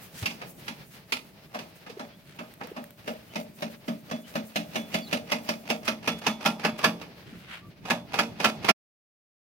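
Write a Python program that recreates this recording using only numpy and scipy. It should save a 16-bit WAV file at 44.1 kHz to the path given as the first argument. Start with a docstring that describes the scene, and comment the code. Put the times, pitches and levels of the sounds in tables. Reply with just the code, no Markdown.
"""In a farmyard, a hand-lever grease gun is pumped under a tractor: slowly, then about five strokes a
second, then four more after a pause. Each stroke scrapes, clacks against its stop, rings the lever and
spring, and sets the chassis booming; the loose linkage rattles in between. The listener walks round the
tractor and ever closer, over a faint outdoor rumble and hum, a few birds, scuffs, bumps and ticks."""
import sys
import numpy as np
from scipy import signal
from scipy.fft import rfft, irfft
from scipy.io import wavfile
from scipy.ndimage import uniform_filter1d

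SR = 44100
rng = np.random.default_rng(int(sys.argv[2]) if len(sys.argv) > 2 else 0)


def int16_out(signal):
    """Quantize to a 16-bit WAV file."""
    q = np.round(np.clip(np.atleast_2d(signal).T, -1, 1) * 32767)
    wavfile.write(sys.argv[1], SR, q.astype(np.int16))


N = 415414
SIZE, LEAD = 24576, 4096  # samples in one blow, and how many come before it lands
T = (np.arange(SIZE) - LEAD) / SR  # seconds from the landing
AFTER = np.maximum(T, 0)
HZ = np.fft.rfftfreq(SIZE, 1 / SR)

# Lever strokes; a harder hit has more treble: start_s, level_db, hardness_db
LEVER_STROKES = [(0.2567, -35.5, 7), (0.68, -36, -0.5), (1.121, -34, 7), (1.5457, -36.5, -4.5),
                 (1.9947, -39, -5), (2.389, -40, -6.5), (2.7643, -39.5, -7), (3.077, -37.5, -1),
                 (3.3566, -38, 2.5), (3.6216, -38.5, 1.5), (3.8805, -38, -3), (4.112, -38, -1),
                 (4.3544, -34, -1), (4.558, -33.5, 4.5), (4.7566, -32.5, 1.5), (4.942, -31, 2.5),
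                 (5.1276, -30, 2.5), (5.319, -30, 2), (5.489, -31, 1.5), (5.701, -28.5, 0.5),
                 (5.8779, -28, 1), (6.076, -27, 1), (6.266, -25, 0.5), (6.459, -23.5, -.5),
                 (6.648, -24, -3.5), (6.8424, -21, -1), (7.9036, -22.5, -4), (8.189, -23.5, -0.5),
                 (8.445, -20.5, -1.5), (8.688, -19, -2)]
# The gun as heard along the walk: time_s, left_delay_samples, left_over_right_db, boom_db, knock_db
WALK_PATH = [(0.25, -14, 0, -3, -9.5), (1.12, -12, -1, -7.5, -11), (1.55, -11.5, -.5, -3.5, 2),
             (2.5, -13.5, -1.5, 0.5, -1), (3.2, -16, 0, 4.5, 7.5), (4.1, -15, -1, 9, 4.5),
             (4.5, -15, -0.5, 3, 2.5), (5.6, -13, -1, -1, 0.5), (6.25, -2, -1.5, -2, -7),
             (6.8, 3, -1, -2.5, -5.5), (8.7, 5, -2.5, -7.5, -5)]
# How alike left and right are for close sounds: pitch_hz, likeness (0 to 1)
NEAR_LIKENESS = [(100, 1), (300, 0.8), (700, 0.78), (2000, 0.14), (5000, 0.099), (14000, 0.14)]
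# The same for sounds from all around: pitch_hz, likeness (0 to 1)
YARD_LIKENESS = [(40, 0.41), (85, 1), (160, 0.84), (500, 0.7), (1500, 0.068), (12000, 0.079)]


def amp(db):
    """Turns decibels into a gain."""
    return 10 ** (np.asarray(db) / 20)


def read(points, hz):
    """Reads a curve of (pitch, value) points, joined by straight lines on a log pitch scale."""
    pitches, values = np.transpose(points)
    return np.interp(np.log(hz + 1), np.log(pitches + 1), values)


def along(curve, s):
    """Reads each column of a curve at time s."""
    times, *columns = np.transpose(curve)
    return [np.interp(s, times, column) for column in columns]


def add(mix, s, sound):
    """Lays a sound into the mix from time s."""
    part = mix[:, max(round(s * SR), 0):][:, :sound.shape[-1]]
    part += sound[..., :part.shape[1]]


def evened(x):
    """Scales a sound to an average (rms) level of 1."""
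    return x / np.sqrt(np.mean(x ** 2) + 1e-20)


def unit_blow(x):
    """Scales a blow to the energy of 30 ms at level 1."""
    return evened(x) * np.sqrt(.03 * SR / SIZE)


def jitter(count, smooth_samples):
    """A quick random wobble, made of smoothed noise."""
    return evened(uniform_filter1d(rng.standard_normal(count), smooth_samples))


def drift(points):
    """A slow random wander through this many points over the whole scene."""
    return np.interp(np.arange(N), np.linspace(0, N - 1, points), rng.standard_normal(points))


def noise_pair(likeness, hz):
    """Spectra of two partly alike white noises, left and right."""
    left, other = np.exp(2j * np.pi * rng.random((2, len(hz))))
    same = np.clip(read(likeness, hz), -1, 1)
    return np.array([left, same * left + np.sqrt(1 - same ** 2) * other])


def causal(db):
    """A filter with these gains that rings only after a blow, never before it."""
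    log_gain = db * np.log(10) / 20
    mirrored = np.r_[log_gain, log_gain[-2:0:-1]]
    return np.exp(np.conj(signal.hilbert(mirrored))[:len(db)])


def outdoor_air(trims_db=(2.0, -3.5, -1.0), flutter_db=4.0):
    """Three bands of noise, each gently uneven: muffled rumble, open air and fine hiss."""
    # Band levels before their trims: time_s, rumble_db, air_db, hiss_db
    band_levels = [(0.3, -60, -50, -56), (2.1, -63, -56.5, -64), (3.8, -63, -53, -56.5),
                   (4.8, -64, -49.5, -56.5), (5.7, -58, -56, -58.5), (6.4, -56.5, -53, -73),
                   (7.1, -57.5, -49.5, -65.5), (7.72, -56, -56, -71), (8.7, -50, -46, -74.5)]
    # Tone colour of the air: pitch_hz, level_db
    air_colour = [(15, -60.5), (25, -21.5), (170, 1), (242, -8), (354, -10), (439, -11), (503, -13.5),
                  (659, -15.5), (887, -16), (962, -18.5), (2480, -17), (3340, -21), (4370, -21.5),
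                  (7510, -29), (16000, -23)]
    hz, t = np.fft.rfftfreq(N, 1 / SR), np.arange(N) / SR
    noise = noise_pair(YARD_LIKENESS, hz) * amp(read(air_colour, hz))
    low, high = read([(350, 0.63), (550, 0)], hz), read([(5000, 0.059), (7000, 0.88)], hz)
    out = np.zeros((2, N))
    for band, level, trim in zip([low, 1 - low - high, high], along(band_levels, t), trims_db):
        out += evened(irfft(noise * band, N)) * amp(level + trim + flutter_db * drift(300))
    return out


def hum(waver=0.16):
    """Faint steady tones that waver in level."""
    # Tones of the hum: pitch_hz, level_db
    tones = [(177.6, -76), (586.8, -71), (656.8, -71)]
    t = np.arange(N) / SR
    out = np.zeros(N)
    for hz, db in tones:
        tone = np.sqrt(2) * np.sin(2 * np.pi * (hz * t + rng.random()))
        out += amp(db) * tone * (1 + waver * drift(40))
    return out


def birds(wobble=0.034):
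    """Distant birds whistle short, unsteady notes that slide up or down."""
    # Bird notes: start_s, length_s, start_hz, end_hz, level_db
    notes = [(2.104, 0.078, 3000, 3700, -60), (3.286, 0.053, 2700, 3320, -54),
             (4.226, 0.06, 2750, 3350, -53.5), (5.004, 0.072, 4700, 4220, -45),
             (5.057, 0.039, 3780, 4240, -44), (7.597, 0.11, 1190, 1156, -53.5)]
    out = np.zeros((2, N))
    for s, length, start_hz, end_hz, db in notes:
        count = int(length * SR)
        pitch = np.linspace(start_hz, end_hz, count) * (1 + wobble * jitter(count, 60))
        add(out, s, amp(db) * np.hanning(count) * np.sin(2 * np.pi * np.cumsum(pitch) / SR))
    return out


def scuffs(grit=0.31):
    """Short rubs: grainy noise swells and fades."""
    # Scuffs: peak_s, level_db, half_length_s, treble_db
    rubs = [(0.197, -41.5, 0.046, 10), (0.938, -53, 0.037, 8), (2.311, -54, 0.051, 0),
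            (2.698, -53, .04, -16), (4.29, -50, 0.028, 6), (5.859, -41, .009, 10), (6.191, -45, 0.0081, 6),
            (6.79, -38.5, 0.0085, 3.5), (7.33, -54, 0.28, -4), (7.538, -40.5, 0.051, -9.5)]
    out = np.zeros((2, N))
    for s, db, half, treble in rubs:
        colour = read([(200, -22), (900, -5.5), (1500, 2), (3000, 0),
                       (6000, treble - 11), (15000, treble - 17)], HZ)
        grains = np.exp(grit * jitter(SIZE, 80))
        rub = evened(irfft(noise_pair(YARD_LIKENESS, HZ) * amp(colour)) * grains)
        swell = np.exp(-(T / half) ** 2) * signal.windows.tukey(SIZE, .1)
        add(out, s + T[0], amp(db) * swell * rub)
    return out


def bumps():
    """Dull bumps, each a few cycles of a low tone."""
    # Bumps: peak_s, pitch_hz, level_db, half_length_s
    thuds = [(0.233, 103, -27, 0.01), (1.975, 403, -33, 0.0045), (2.719, 410, -30.5, 0.0028),
             (1.904, 470, -38, 0.0066), (2.65, 490, -41.5, 0.012), (7.332, 233, -38, 0.0042)]
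    out = np.zeros((2, N))
    for s, hz, db, half in thuds:
        add(out, s + T[0], amp(db) * np.exp(-(T / half) ** 2) * np.sin(2 * np.pi * hz * T))
    return out


def ticks(fall_s=0.0016):
    """Tiny bright snaps of noise close by, with no ring."""
    # Dry ticks: start_s, level_db
    snaps = [(2.539, -38), (2.672, -37), (2.841, -34.5), (2.907, -38.5)]
    colour = read([(300, -17), (1500, 12.5), (6000, -8), (13000, 4.5)], HZ)
    out = np.zeros((2, N))
    for s, db in snaps:
        fizz = evened(irfft(noise_pair(NEAR_LIKENESS, HZ) * amp(colour)))
        add(out, s + T[0], amp(db) * fizz * (T > 0) * np.exp(-AFTER / fall_s))
    return out


def yard_tail(level_db, rise_s=0.0045):
    """The yard's reflections blur into noise that dies away after a blow."""
    # How long each band takes to fade by 60 dB: pitch_hz, fade_s
    yard_fades = [(150, 0.77), (600, 0.49), (1500, 0.22), (3500, .25), (12000, 0.34)]
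    centres, fades = np.transpose(yard_fades)
    noise = noise_pair(YARD_LIKENESS, HZ)
    tail = np.zeros((2, SIZE))
    for share, fade_s in zip(np.eye(len(centres)), fades):
        band = irfft(noise * read(np.c_[centres, share], HZ))
        tail += amp(level_db - 60 * AFTER / fade_s) * band
    return tail * (1 - np.exp(-AFTER / rise_s))


def place(sound, s):
    """The gun reaches left and right with a delay and balance that follow the walk."""
    # Colour difference between the sides: pitch_hz, left_over_right_db
    side_colour = [(100, 2), (500, 0.5), (1200, 0.5), (2500, -4.5), (5000, -3.5), (8000, 0.5), (13000, 4.5)]
    lag, pan_db, _, _ = along(WALK_PATH, s)
    left = amp((pan_db + read(side_colour, HZ)) / 2) * np.exp(-1j * np.pi * HZ * lag / SR)
    return irfft(rfft(sound) * np.array([left, 1 / left]))


def ring(tones, rise_s, detune, spread_db=2.5):
    """Struck metal rings a little differently each time; each tone drops 60 dB in its fade_s."""
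    hz, db, fade_s = np.transpose(tones)[:, :, None]
    cycles = hz * (1 + detune * rng.standard_normal(hz.shape)) * AFTER + rng.random(hz.shape)
    db = db + spread_db * rng.standard_normal(hz.shape)
    waves = amp(db - 60 * AFTER / fade_s) * np.sin(2 * np.pi * cycles)
    return waves.sum(0) * (1 - np.exp(-AFTER / rise_s))


def spring():
    """The return spring sings with a few high tones."""
    # Tones of the spring: pitch_hz, level_db, fade_s
    tones = [(3436, 3, 0.34), (2230, -10, 0.45), (2560, -5.5, 0.26), (4830, -13.5, 0.22)]
    return unit_blow(ring(tones, rise_s=0.011, detune=0.0023))


def chassis_boom(swell_gain=0.77, swell_s=0.033, width_s=0.023):
    """The chassis booms, swelling as the sound comes back from under the tractor."""
    # Low tones of the chassis: pitch_hz, level_db, fade_s
    tones = [(154, -28, .25), (176, -9.5, 0.53), (224.7, 1, 0.45), (245.5, 0, 0.27), (290, -14.5, 0.6)]
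    swell = 1 + swell_gain * np.exp(-((T - swell_s) / width_s) ** 2)
    return unit_blow(ring(tones, rise_s=0.017, detune=0.02) * swell)


def chassis_knock():
    """The chassis answers a blow at once with a hollow knock."""
    # Middle tones of the chassis: pitch_hz, level_db, fade_s
    tones = [(457.6, -11.5, .17), (574, -3.5, 0.26), (603, -3, 0.36), (641, -1, 0.28), (725, -4.5, 0.2)]
    return unit_blow(ring(tones, rise_s=0.0017, detune=0.0178))


def lever_clang():
    """The steel lever rings briefly."""
    # Tones of the lever: pitch_hz, level_db, fade_s
    tones = [(919.6, -6, .11), (1108, -4.5, 0.076), (1353, 0.5, 0.16), (1709, 2.5, 0.089),
             (2240, -5.5, 0.1), (2605, -1.5, .13), (2823, -0.5, 0.053), (3100, -3.5, 0.043),
             (5246, -3, .08)]
    return unit_blow(ring(tones, rise_s=0.00081, detune=.012, spread_db=4.5))


def clack(gun_noise, colour_db, attack_s, fall_s, scrape_db, tail_db, dip=0, alike=0.27, echo_s=.044):
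    """Steel meets steel: a scrape, a burst and an echo of noise, coloured by the gun's barrel."""
    # Resonances of the barrel and lever: pitch_hz, width_hz, lift_db
    resonances = [(466, 7.3, 6), (627, 160, 3), (814, 32, 6), (924, 84, 4), (1142, 27, 4), (1242, 68, 7),
                  (1396, 67, 3.5), (1703, 76, 4.5), (2142, 88, 4), (2510, 170, 5.5), (2830, 160, 3),
                  (3345, 560, 0.5), (3880, 120, 2.5), (4644, 130, 6.5), (5226, 220, 2), (6030, 160, 1),
                  (10000, 720, 1.5), (13050, 810, 5)]
    # Tone colour common to all clacks: pitch_hz, level_db
    base_colour = [(40, -35.5), (95, -18), (165, 0), (260, 0.5), (350, -3), (700, -1.5), (1400, -6.5),
                   (2600, -4), (4000, -10.5), (5800, -12), (7500, -22), (11000, -24), (16000, -29.5)]
    noise = irfft(np.sqrt(alike) * gun_noise + np.sqrt(1 - alike) * noise_pair(NEAR_LIKENESS, HZ))
    chatter = np.exp(0.2 * np.tanh(jitter(SIZE, 70)))
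    slips = np.exp(0.57 * jitter(SIZE, 200))
    onset = .5 + .5 * np.tanh(T / attack_s)
    onset *= 1 - dip * np.exp(-AFTER / 0.0015)  # holds back the first instant
    burst = onset * chatter * np.exp(-(np.maximum(T - attack_s, 0) / fall_s) ** 0.86)
    scrape = amp(scrape_db) * slips * np.exp(-abs(T) / 0.021)
    echo = amp(-20) * slips * (T > echo_s) * np.exp(-abs(T - echo_s) / fall_s)
    sound = noise * np.sqrt(burst ** 2 + scrape ** 2 + echo ** 2) + yard_tail(tail_db)
    barrel_db = sum(db / (1 + (2 * (HZ - hz) / width) ** 2) for hz, width, db in resonances)
    sound = unit_blow(irfft(rfft(sound) * causal(read(base_colour, HZ) + barrel_db)))
    return irfft(rfft(sound) * causal(colour_db))


def linkage_rattles(gun_noise, trim_db=-3, take_up_treble_db=-12.5):
    """Slack in the linkage closes with a light clack before each stroke, and now and then between."""
    # How the slack changes over time: time_s, lead_s, level_against_stroke_db
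    slack = [(1.1, 0.027, -40), (4.2, 0.039, -12.5), (5.3, 0.043, -13), (6.8, 0.053, -6.5),
             (7.9, .05, -7.5), (8.19, .048, 5), (8.5, 0.042, 0)]
    # Stray rattles: start_s, level_db, treble_db
    strays = [(0.227, -28.5, -9), (0.307, -34.5, -5.5), (0.416, -28, -15.5), (1.589, -30, -9.5),
              (1.865, -33, -16), (1.897, -38.5, -6.5), (2.611, -26, -24), (2.635, -36.5, -9),
              (7.014, -31, -12.5)]
    out, take_ups = np.zeros((2, N)), []
    for s, level, _ in LEVER_STROKES:
        lead_s, share_db = along(slack, s)
        take_ups.append((s - lead_s, level + share_db, take_up_treble_db))
    for s, level, treble in take_ups + strays:
        colour = read([(200, -5), (500, -5), (1800, -6.0), (4000, treble + 5)], HZ)
        sound = clack(gun_noise, colour, attack_s=0.0019, fall_s=0.00858, scrape_db=-19, tail_db=-6.5)
        add(out, s + T[0], place(amp(level + trim_db) * sound, s))
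    return out


def contact_ripple(size_db=2.13, spacing_hz=228.5):
    """The point of contact wanders, leaving a fresh ripple in each stroke's tone colour."""
    return size_db * np.interp(HZ / spacing_hz, np.arange(128), rng.standard_normal(128))


def lever_strokes(gun_noise, usual_db=-30, clean_hardness_db=3.5):
    """The lever hits its stop; the blow travels down into the chassis and stirs the spring."""
    # Strokes that catch the spring and make it sing: start_s, level_db
    pings = [(4.112, -50.5), (4.7565, -43), (4.941, -42), (6.076, -40), (6.266, -44.5)]
    out = np.zeros((2, N))
    for s, level, hardness in LEVER_STROKES:
        _, _, boom_share, knock_share = along(WALK_PATH, s)
        boom, knock = level + boom_share, level + knock_share  # low and middle levels, dB
        bite, fizz = level + hardness, level + 1.06 * hardness  # high and very high levels, dB
        colour = read([(250, boom + 5), (390, (level + knock) / 2 + 2), (600, knock + 4),
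                       (950, level + 3), (1700, level + 3), (2400, bite + 3), (3200, bite + 3),
                       (5000, (bite + fizz) / 2 + 2), (8000, fizz + 3.5)], HZ)
        # Heavier strokes land more slowly, harder ones faster; both die away sooner.
        heaviness = level - usual_db
        attack_s = .0019 * amp(.5 * heaviness - hardness)
        fall_s = 0.01456 * amp(-0.2 * heaviness - .4 * hardness)
        # The hardest strokes land clean, almost without a scrape.
        scrape_db = -17.5 - 0.16 * hardness - 12.5 * max(hardness - clean_hardness_db, 0)
        sound = clack(gun_noise, colour + contact_ripple(), attack_s, fall_s, scrape_db,
                      tail_db=-12, dip=0.14 * max(hardness, 0))
        sound += amp(boom - 2) * chassis_boom()
        sound += amp(knock - 4) * chassis_knock()
        sound += amp((level + bite) / 2 - 5) * lever_clang()
        sound += amp(level - 22.5) * spring()
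        add(out, s + T[0], place(sound, s))
    for s, level in pings:
        add(out, s + T[0], place(amp(level) * spring(), s))
    return out


def scene():
    """The grease gun over the sounds of the yard; all its clacks share some of the same noise."""
    gun_noise = noise_pair(NEAR_LIKENESS, HZ)
    gun = lever_strokes(gun_noise) + linkage_rattles(gun_noise)
    return gun + ticks() + bumps() + scuffs() + birds() + outdoor_air() + hum()


def record(dry, end_s=8.712, cutoff_hz=16200):
    """Stops the sound abruptly and takes off the very highest treble."""
    stop = np.exp(-np.maximum(np.arange(N) / SR - end_s, 0) / .003)
    low_pass = signal.firwin(511, cutoff_hz, window=("kaiser", 9), fs=SR)
    return signal.oaconvolve(dry * stop, low_pass[None], "same")


dry = scene()
out = record(dry)
int16_out(out)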